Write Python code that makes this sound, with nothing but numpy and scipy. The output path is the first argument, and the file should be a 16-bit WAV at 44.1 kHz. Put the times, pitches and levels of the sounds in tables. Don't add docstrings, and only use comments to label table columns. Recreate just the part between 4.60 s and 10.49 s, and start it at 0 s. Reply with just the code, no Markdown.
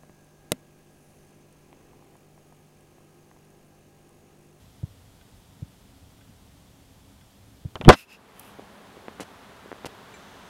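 import sys
import numpy as np
from scipy import signal
from scipy.fft import rfft, irfft
from scipy.io import wavfile

SR = 44100
rng = np.random.default_rng(int(sys.argv[2]) if len(sys.argv) > 2 else 0)


def transcribe(u):
    v = np.clip(np.atleast_2d(u).T, -1, 1)
    q = np.round(v * 32767).astype(np.int16)
    wavfile.write(sys.argv[1], SR, q)


N = 259749
TIME = np.arange(N) / SR
BAND_EDGE_HZ = 15900
RUSH_START_S, RUSH_RISE_S = 3.3, 0.18


def gain_of(db):
    return 10 ** (np.asarray(db) / 20)


def curve_at(points, hz):
    point_hz, value = np.transpose(points)
    return np.interp(np.log(hz + 1), np.log(point_hz + 1), value)


def add(mix, start_s, sound):
    part = mix[max(round(start_s * SR), 0):][:len(sound)]
    part += sound[:len(part)]


def onset(start_s, rise_s):
    return np.clip((TIME - start_s) / rise_s, 0, 1)


def burst(start_s, rise_s, hold_s, fall_db_per_s):
    falling_s = np.clip(TIME - start_s - rise_s - hold_s, 0, .2)
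    return onset(start_s, rise_s) * gain_of(-fall_db_per_s * falling_s)


def stroke(start_s, length_s):
    speed = abs(np.sin(np.pi * onset(start_s, length_s)))
    return speed ** 1.6


def coloured(source, colour):
    response = gain_of(curve_at(colour, np.fft.rfftfreq(N, 1 / SR)))
    shaped = irfft(rfft(source) * response, N)
    return shaped / np.sqrt(np.mean(shaped ** 2) + 1e-20)


def noise(colour):
    return coloured(rng.standard_normal(N), colour)


def friction(colour, grain_db):
    slips = rng.standard_normal(N)
    sizes = gain_of(grain_db * np.minimum(rng.exponential(1, N), 5))
    return coloured(slips * sizes, colour)


def ring(modes):
    t = TIME[TIME < max(t60 for _, _, t60 in modes) + .1]
    return sum(gain_of(db - 60 * t / t60) * np.sin(2 * np.pi * hz * t) for hz, db, t60 in modes)


def dense_ring(colour, decay, count=500):
    t = TIME[:SR // 8]
    hz = np.linspace(np.sqrt(60), np.sqrt(BAND_EDGE_HZ), count)[:, None] ** 2
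    size = gain_of(curve_at(colour, hz)) * hz ** .25
    waves = np.sin(2 * np.pi * (hz * t + rng.random((count, 1))))
    damping = gain_of(-60 * t / curve_at(decay, hz))
    return (size * damping * waves).sum(0) / np.sqrt((size ** 2).sum() / 2)


def background(rumble_db=-54.5, rumble_drop_db=9, hum_db=-66, hiss_db=-62):
    # frequency_hz, level_db
    rumble_colour = [(20, -17.5), (35, -4), (55, 0), (100, 3.5), (150, -4.5), (205, -2.5), (280, -13.5),
                     (350, -12.5), (520, -15), (750, -15.5), (1300, -23.5), (3000, -41.5), (15800, -70)]
    hum_colour = [(230, -44), (262, 3), (283, 2.5), (325, -37.5)]
    hiss_colour = [(100, -1.5), (1500, -2), (2700, -1.5), (3300, 1), (4100, -2.5), (8000, -5),
                   (12000, -7.5), (15800, -12)]
    room_db = rumble_db - rumble_drop_db * onset(RUSH_START_S, RUSH_RISE_S)
    layers = [(room_db, rumble_colour), (hum_db, hum_colour), (hiss_db, hiss_colour)]
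    return sum(gain_of(db) * noise(colour) for db, colour in layers)


def ticks():
    # start_s, level_db
    beats = [(.6125, -57), (1.61, -56.5), (2.6106, -56)]
    # frequency_hz, level_db
    colour = [(600, -22), (1550, -2), (2600, 4), (3400, -3), (5000, -9), (12000, -18)]
    # pitch_hz, level_db, t60_s
    modes = [(1540, 0, .07), (2070, 1, .06), (3380, 1, .06)]
    out = np.zeros(N)
    for start_s, db in beats:
        tick = ring(modes)
        add(tick, 0, dense_ring(colour, decay=[(1500, .06), (8000, .03)]))
        add(out, start_s, gain_of(db - 4) * tick)
    return out


def rush(start_db=-51, growth_db_per_s=1, pivot_hz=700):
    # frequency_hz, level_db
    colour = [(30, -24.5), (70, -5.5), (130, -7.5), (200, 2), (300, -9.5), (400, -2.5), (520, -6.5),
              (680, -5), (1100, -6), (1700, -10), (2400, -15), (3500, -16), (5200, -25), (15800, -41.5)]
    hz, t, spectra = signal.stft(noise(colour), SR, nperseg=1024)
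    age_s = t - RUSH_START_S
    tilt_db_per_octave = -1.5 + 0.72 * age_s
    octaves = np.log2(np.maximum(hz / pivot_hz, 1))[:, None]
    spectra *= gain_of(octaves * tilt_db_per_octave + start_db + growth_db_per_s * age_s)
    return onset(RUSH_START_S, RUSH_RISE_S) * signal.istft(spectra, SR, nperseg=1024)[1][:N]


def whistle(level_db=-68.5):
    # frequency_hz, level_db
    colour = [(4500, -29), (5900, -6), (6280, -1), (6600, -10), (7900, -15), (10000, -37)]
    return gain_of(level_db) * onset(start_s=5.46, rise_s=.08) * noise(colour)


def ping(start_s=5.54):
    # pitch_hz, level_db, t60_s
    modes = [(2340, -44.5, 0.062), (3970, -55, 0.089), (6100, -58, 0.11), (7200, -54.5, .22),
             (7900, -62, .08)]
    out = np.zeros(N)
    add(out, start_s, ring(modes))
    return out


def pops(swing_hz=290, swing_t60_s=0.005, low_cut_hz=130):
    # start_s, peak_db, brightness_hz
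    events = [(3.9876, -35.5, 450), (3.995, -28.5, 740), (4.3684, -36, 700), (4.376, -36, 450),
              (4.483, -20.5, 2400), (4.5985, -21, 2400), (5.0594, -33, 650), (5.1167, -22, 2000),
              (5.1278, -23, 1700), (5.247, -19.5, 2210)]
    out, t = np.zeros(N), TIME[:SR // 30]
    swing = gain_of(-60 * t / swing_t60_s) * np.cos(2 * np.pi * swing_hz * t + 0.52)
    swing = signal.lfilter(*signal.butter(1, low_cut_hz, "high", fs=SR), swing)
    for start_s, db, brightness_hz in events:
        pop = signal.lfilter(*signal.butter(3, 1.11 * brightness_hz, fs=SR), swing)
        add(out, start_s, gain_of(db) * pop / abs(pop).max())
    return out


def scrapes():
    # start_s, length_s, level_db, fade_db
    strokes = [(4.601, 0.039, -32.5, 15), (5.255, 0.018, -30.5, 9.5)]
    # frequency_hz, level_db
    colour = [(50, -18), (120, -2.5), (250, 1.5), (580, -3.5), (1640, -14.5), (2780, -11.5), (4000, -16.5),
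              (7000, -19), (10000, -20), (15500, -38)]
    envelope = np.zeros(N)
    for start_s, length_s, db, fade_db in strokes:
        progress = np.linspace(0, 1, int(length_s * SR))
        taper = signal.windows.tukey(len(progress), .2)
        add(envelope, start_s, gain_of(db - fade_db * progress) * taper)
    return envelope * friction(colour, grain_db=3.5)


def sliding():
    # start_s, length_s, squeal_db, fizz_db
    slides = [(3.294, 0.17, -38, -42.5), (3.464, 0.12, -44, -57)]
    # start_s, length_s, level_db
    brushes = [(3.715, 0.26, -56)]
    # start_s, level_db
    catches = [(3.529, -47), (3.795, -35.5), (3.8145, -54)]
    # frequency_hz, level_db
    squeal_colour = [(300, -20), (1800, -13.5), (2350, -8.5), (2680, 4), (3050, -12.5), (4500, -18),
                     (5100, -9), (5700, -20.5), (6900, -18), (8000, -28.5), (15500, -40.5)]
    fizz_colour = [(1000, -5.5), (4000, -2), (8000, -3), (10500, 1), (13000, 0), (15800, -11.5)]
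    brush_colour = [(1500, -10), (2700, 15), (3400, 8), (4500, -5), (6200, -1), (7200, -6), (7850, 0),
                    (8450, -5), (9300, 4), (11500, 1), (13300, 2), (15800, -7)]
    catch_colour = [(3000, -22), (6000, 0.5), (7200, -5), (9500, 10), (13000, 5), (15800, 0)]
    squeal, fizz = friction(squeal_colour, grain_db=1.5), friction(fizz_colour, grain_db=2)
    brush, catch = friction(brush_colour, grain_db=4.5), friction(catch_colour, grain_db=1.5)
    out = np.zeros(N)
    for start_s, length_s, squeal_db, fizz_db in slides:
        out += stroke(start_s, length_s) * (gain_of(squeal_db) * squeal + gain_of(fizz_db) * fizz)
    for start_s, length_s, db in brushes:
        out += gain_of(db) * stroke(start_s, length_s) * brush
    for start_s, db in catches:
        out += gain_of(db) * burst(start_s, rise_s=0.0011, hold_s=0, fall_db_per_s=3500) * catch
    return out


def bumps(panel_db=-17, panel_cutoff_hz=800, sway_db=-16, sway_hz=82, sway_t60_s=0.073):
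    # start_s, level_db, pitch_hz, length_s, push_ratio
    contacts = [(0.2303, -20.5, 120, 0.019, 0), (1.021, -24.5, 121, 0.018, 0), (1.694, -43, 210, 0.013, 0),
                (3.049, -22, 118, 0.019, 0.096), (3.201, -28.5, 190, .014, 0), (3.236, -27, 140, .012, 0),
                (3.257, -15.5, 151.6, .014, 0), (3.272, -9, 251, 0.0054, -.3),
                (3.2788, 25, 145.8, .0127, 0.66)]
    # pitch_hz, level_db, t60_s
    panel_modes = [(308, -0.5, 0.058), (483, 1.5, 0.0097)]
    softness = signal.butter(4, panel_cutoff_hz, fs=SR, output="sos")
    panels = signal.sosfilt(softness, ring(panel_modes))
    sway = ring([(sway_hz, 0, sway_t60_s)])
    out = np.zeros(N)
    for start_s, db, hz, length_s, push_ratio in contacts:
        t = np.arange(0, length_s, 1 / SR)
        envelope = np.sin(np.pi * t / length_s) ** 1.9
        swing = np.sin(2 * np.pi * hz * t) + push_ratio
        add(out, start_s, gain_of(db) * envelope * swing)
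        add(out, start_s + 0.0008, gain_of(db + panel_db) * panels)
        add(out, start_s + length_s, gain_of(db + sway_db) * sway)
    return out


def clacks():
    # start_s, level_db, cutoff_hz
    contacts = [(3.1557, -27, 5500), (3.2125, -27.5, 5500), (3.2434, -44.5, 5030), (3.2495, -26, 7500),
                (3.2597, -34.5, 3210), (3.2678, -35.5, 3500)]
    # frequency_hz, level_db
    plate_colour = [(100, 7.5), (220, 4), (600, 0.5), (1100, -5.5), (1900, -9), (2600, -4), (3250, 0.5),
                    (4300, -28.5), (7000, -26), (9000, -30), (13000, -24.5), (16000, -40)]
    # frequency_hz, t60_s
    plate_decay = [(200, 0.038), (900, 0.089), (3200, 0.014), (8000, 0.027), (14000, .012)]
    # pitch_hz, level_db, t60_s
    lever_modes = [(2430, -9.5, .02), (3090, -2, 0.013), (3427, -4, 0.011)]
    out = np.zeros(N)
    for start_s, db, cutoff_hz in contacts:
        snap = dense_ring(plate_colour, plate_decay)
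        add(snap, 0, ring(lever_modes))
        add(out, start_s, gain_of(db) * signal.lfilter(*signal.butter(2, cutoff_hz, fs=SR), snap))
    return out


def rattle(hold_s=0.0087, fall_db_per_s=1250.5):
    # start_s, rise_s, level_db
    shakes = [(3.2891, .0007, 4.5), (3.312, .017, -10)]
    # frequency_hz, level_db
    colour = [(60, -10), (230, 3.5), (420, -8.5), (700, -1.5), (1400, -3), (2200, -10.5), (3200, -10),
              (5200, -15.5), (7500, -27), (10000, -35), (15000, -50.5)]
    envelope = sum(gain_of(db) * burst(start_s, rise_s, hold_s, fall_db_per_s)
                   for start_s, rise_s, db in shakes)
    return envelope * friction(colour, grain_db=3.5)


def knock(crack_db=4, crack_t60_s=0.013):
    # start_s, level_db
    blows = [(3.2907, 8), (3.293, 8), (3.2975, 8.5), (3.3016, -7.5)]
    # pitch_hz, level_db, t60_s
    frame_modes = [(127, -10, 0.071), (215, -7.5, .085), (275, -14, 0.077), (351, 3.5, .076),
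                   (438, -3.5, 0.039), (516.7, 2.5, 0.065), (600, -1, 0.055), (654, -7, 0.076),
                   (733, -0.5, 0.052), (867, -9, 0.05), (1015, -3, 0.051), (1110, -8, 0.04),
                   (1160, -6.5, 0.055), (1305, -18, 0.046), (1445, -7, 0.051), (1500, -9, 0.07),
                   (1625, -13.5, 0.07), (1817, -9.5, 0.043), (2018, -16, 0.098), (2290, -19, 0.089),
                   (2618, -17, 0.057)]
    # pitch_hz, level_db, t60_s
    high_tones = [(11020, -72.5, 11), (13550, -70, 2.2)]
    out = np.zeros(N)
    for start_s, db in blows:
        add(out, start_s, gain_of(db) * ring(frame_modes[1::2]))
        add(out, start_s, -gain_of(db) * ring(frame_modes[::2]))
    crack = dense_ring(colour=[(500, 3), (3000, 2), (6000, -4), (15000, -19)],
                       decay=[(500, crack_t60_s), (15000, crack_t60_s)])
    landing_s = blows[0][0]
    add(out, landing_s - .0006, gain_of(crack_db) * crack)
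    add(out, landing_s, ring(high_tones))
    return out


def gain_control(x, threshold_db=-11, attack_s=.008, recovery_db_per_s=23.5):
    peak_db = 20 * np.log10(np.clip(abs(x[0]), 1e-6, 1))
    recovery_db = recovery_db_per_s * TIME
    held_db = np.maximum.accumulate(peak_db + recovery_db) - recovery_db
    excess_db = np.maximum(held_db - threshold_db, 0)
    pole = np.exp(-1 / (attack_s * SR))
    return x * gain_of(-signal.lfilter([1 - pole], [1, -pole], excess_db))


def scene():
    transients = bumps() + rattle() + knock() + clacks() + ticks() + ping() + pops()
    rubbing = sliding() + scrapes()
    sustained = background() + rush() + whistle()
    return (transients + rubbing + sustained)[None]


def record(dry):
    ducked = gain_control(dry)
    clipped = ducked / (1 + ducked ** 12) ** (1 / 12)
    low_pass = signal.firwin(255, BAND_EDGE_HZ, window=("kaiser", 8), fs=SR)
    return signal.oaconvolve(clipped, low_pass[None], "same")


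dry = scene()
out = record(dry)
transcribe(out)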